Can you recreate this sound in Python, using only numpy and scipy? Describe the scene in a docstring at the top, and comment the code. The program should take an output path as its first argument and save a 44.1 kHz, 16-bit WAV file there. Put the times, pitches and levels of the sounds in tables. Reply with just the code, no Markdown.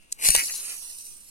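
"""A few light clicks, then a bright rush of wheels: a toy car shoots close by on a plastic track.
Its hard wheels hiss and patter on the rough plastic, clack over the joints and set the strip ringing.
Its draught puffs on the microphone's left port, and the hiss thins as it runs off through the grass.
Behind it lie quiet garden air and the fading echo of one faint, far bird."""
import sys
import numpy as np
from scipy import signal
from scipy.fft import rfft, irfft, next_fast_len
from scipy.io import wavfile
from scipy.ndimage import map_coordinates

SR = 44100
rng = np.random.default_rng(int(sys.argv[2]) if len(sys.argv) > 2 else 0)


def to_wav(sig):
    """Store sig (one row per channel, or 1-D mono) as 16-bit WAV at the path in sys.argv[1].

    Samples outside -1..1 are clipped; the rate is SR.
    """
    pcm = np.clip(np.atleast_2d(sig), -1, 1) * 32767
    pcm = np.round(pcm).astype(np.int16)
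    wavfile.write(sys.argv[1], SR, pcm.T)  # frames by channels


N = 57330

# Fader rides for the wheels' hiss and low rumble: time_s, level_db
HISS_RIDE = [(.09, -65), (.14, -51.5), (.175, -58.5), (.21, -36.5), (.25, -20.5), (.275, -19), (.3, -22.5),
             (.335, -21), (.395, -21.5), (.43, -26), (.5, -31), (.55, -30), (.58, -31.5), (.63, -35.5),
             (.67, -33), (.8, -37), (.94, -38), (.99, -40), (1.02, -40.5), (1.09, -41), (1.19, -46.5),
             (1.3, -47)]
RUMBLE_RIDE = [(.16, -71), (.2, -56), (.255, -39.5), (.31, -48.5), (.33, -54), (.37, -60), (.43, -45.5),
               (.46, -59), (.5, -65), (.58, -61.5), (.71, -59.5), (.8, -70), (1.0, -71), (1.3, -75)]
# EQ of the hiss close by, the hiss far off and the rumble: frequency_hz, gain_db
NEAR_HISS_EQ = [(500, -36), (1400, -53), (2800, -26), (3500, -12.5), (4200, -3), (5000, -3.5), (5900, -2.5),
                (7300, -3), (9200, 4), (10800, 1.5), (12500, -5), (14200, -18), (15600, -20)]
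FAR_HISS_EQ = [(500, -38), (1150, -23), (1600, -35.5), (2300, -23), (2850, -14), (3400, -24.5), (4100, -13),
               (5000, -12.5), (5700, -6.5), (6600, -9), (7400, -11.5), (8400, -2.5), (9300, 3),
               (10200, -8.5), (11600, -3), (12600, -25), (14000, -14), (15600, -21)]
RUMBLE_EQ = [(30, 6), (130, -10.5), (280, 7), (700, 6), (1150, 8), (1900, 6), (2700, 1), (3500, -7),
             (6000, -82)]
def rolling_wheels():
    """One contact force drives the car's hiss, the strip's ring and a low rumble."""
    force, far = wheel_contact(), farness()
    hiss = (1 - far) * coloured(force, NEAR_HISS_EQ) + far * coloured(force, FAR_HISS_EQ)
    rumble = coloured(force, RUMBLE_EQ)
    return amp(curve(HISS_RIDE)) * hiss + strip_ring(force) + amp(curve(RUMBLE_RIDE)) * rumble


def wheel_contact(grains_per_s=2200, spread_db=3.5, grain_share=0.41, flutter_db=1.02):
    """Tiny impacts of hard wheels on rough plastic over smooth friction, fluttering as they wobble."""
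    hits = (rng.random(N) < grains_per_s / SR) * rng.choice([-1, 1], N)
    grains = unit(hits * amp(spread_db * rng.standard_normal(N)))
    flutter = amp(flutter_db * wobble(knots_per_s=73))
    friction = rng.standard_normal(N)
    return unit(flutter * (np.sqrt(grain_share) * grains + np.sqrt(1 - grain_share) * friction))


# Wheel hits on joints and bumps: start_s, click_db, crack_db, knock_db
JOINT_HITS = [(.1192, -29, -50, -80), (.1239, -17, -32, -76), (.1254, -14, -28, -72),
              (.2237, -17, -36, -56), (.275, -13, -30, -44), (.2868, -5.5, -11, -34), (.2882, -8, -24, -22),
              (.3029, -11, -30, -46), (.3044, -6.5, -28, -44), (.3491, -9, -2, -19),
              (.3508, -8.5, -13, -18), (.3627, -2.5, -9, -34), (.3777, -14, -32, -34),
              (.4063, -16, -32, -44), (.4375, -20, -38, -40), (.4824, -33, -45, -41),
              (.5095, -25, -42, -43), (.5417, -25, -45, -42), (.659, -29, -46, -57), (.9, -29, -50, -66),
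              (.985, -30, -50, -68)]
# EQ of the four layers of a clack: frequency_hz, gain_db
CLICK_EQ = [(400, -19), (1200, -37), (1850, -4), (3000, -22), (4300, 1.5), (5600, -5.5), (7500, 1.5),
            (9300, 7), (11000, 0.5), (13000, -8), (15600, -41)]
CRACK_EQ = [(300, -8.5), (1500, -9), (3000, 4), (6500, 4.5), (11000, -23), (14000, 5), (15800, -6)]
KNOCK_EQ = [(60, -32), (400, -11), (1100, 9), (1800, -2), (2800, 6.5), (3800, 5.5), (8000, -22)]
THUD_EQ = [(40, -35), (150, -13.5), (330, -0.5), (550, 1), (850, 2.5), (1150, -9.5), (1700, -23),
           (5000, -59)]
def joint_clacks(attack_s=0.00012, click_t60_s=0.008, crack_t60_s=0.003, knock_t60_s=0.02):
    """Each hit layers the car's bright click, a hard crack, the track's duller knock and a dry thud."""
    click, crack, knock, slap = np.zeros((4, N))
    for start_s, click_db, crack_db, knock_db in JOINT_HITS:
        age = np.maximum(clock() - start_s, 0)
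        rise = 1 - np.exp(-age / attack_s)
        click += rise * amp(click_db - 60 * age / click_t60_s)
        crack += rise * amp(crack_db - 60 * age / crack_t60_s)
        knock += rise * amp(knock_db - 60 * age / knock_t60_s)
        slap[round(start_s * SR)] += amp(knock_db + 10)  # the strip thuds on the ground
    layers = [(click, CLICK_EQ), (crack, CRACK_EQ), (knock, KNOCK_EQ)]
    bursts = sum(struck(envelope * rng.choice([-1, 1], N), eq) for envelope, eq in layers)
    return bursts + struck(slap, THUD_EQ)


# Resonances of the plastic strip: pitch_hz, width_hz, gain_db
STRIP_MODES = [(2030, 114, -7), (2270, 300, 1), (2510, 280, 5), (2724, 740, 7.5), (2940, 160, 1)]
# Fader ride for its ring: time_s, level_db
RING_RIDE = [(.16, -72), (.205, -51), (.235, -40), (.3, -31.5), (.342, -38), (.358, -25), (.41, -27.5),
             (.46, -51), (.5, -35.5), (.53, -58), (.74, -52), (.88, -90), (1.3, -75)]
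def strip_ring(force, sway_db=2, high_cut_hz=2907):
    """The wheels excite the strip's modes, which come and go as the car moves along it."""
    ring = np.zeros(N)
    for pitch_hz, width_hz, gain_db in STRIP_MODES:
        mode = filtered(force, lambda hz: 1j * hz * width_hz
                        / (pitch_hz ** 2 - hz ** 2 + 1j * hz * width_hz))
        ring += amp(gain_db + sway_db * wobble(knots_per_s=29.8)) * mode
    ring = filtered(ring, lambda hz: 1 / np.hypot(1, (hz / high_cut_hz) ** 20))
    return amp(curve(RING_RIDE)) * unit(ring)


# The car's direction, as a delay between the ports: time_s, left_lead_ms
PAN_PATH = [(.2, 0.34), (.38, 0.49), (.45, 0.41), (.51, 0.087), (.63, -0.084), (.9, -0.22), (1.3, -0.24)]
# Stereo tilt with the car alongside and far ahead: frequency_hz, left_minus_right_db
NEAR_TILT = [(200, 0.5), (550, 2.5), (2000, 0.5), (7500, 2), (9500, -4), (11000, 17), (12300, 11),
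             (15500, 4)]
FAR_TILT = [(300, -2.5), (2500, -1.5), (6000, -3), (8300, -5), (9400, -12), (10700, -1.5), (11900, 3),
            (13000, 4), (15000, -3)]
def pass_by(car, scatter_from_hz=1300):
    """The car reaches the two ports with a moving delay, close echoes and a colour set by direction."""
    far, sides = farness(), np.array([[1], [-1]])
    shift = curve(PAN_PATH) * SR / 2000  # half the lead to each side, in samples
    direct = np.array([map_coordinates(car, [np.arange(N) + side * shift], order=5) for side in (1, -1)])
    echoes = reflections(direct)

    def perspective(tilt, scatter_db):
        # Long waves scatter little, so the echoes lose their lows.
        wet = lambda hz: amp(scatter_db) * hz / np.hypot(hz, scatter_from_hz)
        pan = lambda hz: np.sqrt(2 / (1 + amp(-sides * along(tilt, hz)) ** 2))
        shade = lambda hz: pan(hz) / np.hypot(1, wet(hz))
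        return filtered(direct, shade) + filtered(echoes, lambda hz: wet(hz) * shade(hz))
    close = perspective(NEAR_TILT, scatter_db=-3.5)
    distant = perspective(FAR_TILT, scatter_db=1.5)
    return (1 - far) * close + far * distant


PASS_S = 0.61  # midpoint of the move from near to far
def farness(fade_s=0.087):
    """Crossfade from 0 with the car alongside to 1 once it runs off ahead."""
    return .5 + .5 * np.tanh((clock() - PASS_S) / fade_s)


def reflections(direct, stretch_s=0.07966, near_t60_s=0.012, far_t60_s=0.035):
    """Echoes off track walls and ground change with each stretch and last longer out in the grass."""
    age, echoes = np.arange(SR // 16) / SR, np.zeros((2, N))
    for k, noise in enumerate(rng.standard_normal((24, 2, len(age)))):
        window = np.cos(np.pi / 2 * np.clip(clock() / stretch_s - k, -1, 1))
        t60_s = near_t60_s if k * stretch_s < PASS_S else far_t60_s
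        tail = noise * amp(-60 * age / t60_s)
        tail /= np.linalg.norm(tail, axis=1, keepdims=True)
        echoes += signal.oaconvolve(direct * window, tail, axes=1)[:, :N]
    return echoes


# Puffs of air from the car: start_s, strength_db
AIR_PUFFS = [(.293, -16), (0.373, -27)]
def draught(rise_s=0.0044, fall_s=0.0091, flap_hz=171, flap_depth=0.17, low_cut_hz=18):
    """The passing car's air tugs briefly at the left port and barely touches the right."""
    pressure = np.zeros(N)
    for start_s, strength_db in AIR_PUFFS:
        age = np.maximum(clock() - start_s, 0)
        envelope = (1 - np.exp(-age / rise_s)) * np.exp(-age / fall_s)
        flap = 1 + flap_depth * np.sin(2 * np.pi * flap_hz * age)
        pressure -= 2 * amp(strength_db) * envelope * flap
    return filtered(pressure, lambda hz: hz / np.hypot(hz, low_cut_hz)) * np.array([[1], [amp(-38)]])


# EQ of the garden bed: frequency_hz, gain_db
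GARDEN_EQ = [(25, 11), (60, -6.5), (150, 4.5), (350, 1.5), (800, -12), (2000, -7.5), (3500, -7),
             (4500, -11), (8000, -68), (11000, -57), (15000, -37)]
def garden_air(air_db=-65, breeze_db=-57):
    """A soft bed of leaves and distant air, with a slow breeze rumbling on the ports."""
    air = coloured(rng.standard_normal((2, N)), GARDEN_EQ)
    breeze_eq = [(10, -7), (25, -36), (60, -24.5), (200, -64), (1000, -120)]
    breeze = coloured(rng.standard_normal((2, N)), breeze_eq)
    return amp(air_db) * air + amp(breeze_db) * breeze


def far_bird(pitch_hz=2790, width_hz=170, level_db=-62, fade_db_per_s=110):
    """The dying echo of a far bird's whistle, smeared into a narrow band of noise."""
    band = lambda hz: np.exp(-((hz - pitch_hz) / width_hz) ** 2)
    whistle = unit(filtered(rng.standard_normal((2, N)), band))
    return amp(level_db - fade_db_per_s * clock()) * whistle


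def amp(db):
    """Gain of a level in dB."""
    return 10 ** (np.asarray(db) / 20)


def unit(x):
    """x scaled to rms 1."""
    return x / np.sqrt(np.mean(x ** 2) + 1e-20)


def along(points, hz):
    """(frequency_hz, value) points read on a log axis."""
    frequencies, values = np.transpose(points)
    return np.interp(np.log(hz + 1), np.log(frequencies + 1), values)


def clock():
    """Time of each sample in seconds."""
    return np.arange(N) / SR


def curve(points):
    """(time_s, value) points joined up, one value per sample."""
    return np.interp(clock(), *np.transpose(points))


def wobble(knots_per_s):
    """A smooth random curve."""
    return map_coordinates(rng.standard_normal(N // 8), [clock() * knots_per_s], mode="wrap")


def filtered(x, response):
    """x through a frequency response."""
    size = next_fast_len(N + SR // 4)
    return irfft(rfft(x, size) * response(np.fft.rfftfreq(size, 1 / SR)), size)[..., :N]


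def coloured(x, eq):
    """x through an EQ, at rms 1."""
    return unit(filtered(x, lambda hz: amp(along(eq, hz))))


def struck(x, eq):
    """x through a body with this EQ, which rings only after each blow; white noise keeps its level."""
    size = 2 * next_fast_len(N)
    gain = unit(amp(along(eq, np.fft.rfftfreq(size, 1 / SR))))
    cepstrum = irfft(np.log(gain + 1e-6), size)
    cepstrum[1:size // 2] *= 2  # fold to minimum phase
    cepstrum[size // 2 + 1:] = 0
    return irfft(rfft(x, size) * np.exp(rfft(cepstrum)), size)[:N]


def scene():
    """The car and its draught up front, the garden behind."""
    car = rolling_wheels() + joint_clacks()
    return pass_by(car) + draught() + garden_air() + far_bird()


def record(dry):
    """A soft clip rounds off the highest peaks, then a steep high cut trims the top."""
    ceiling, high_cut_hz = 0.85, 15900
    rounded = dry / (1 + (dry / ceiling) ** 8) ** (1 / 8)
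    return filtered(rounded, lambda hz: hz < high_cut_hz)


dry = scene()
out = record(dry)
to_wav(out)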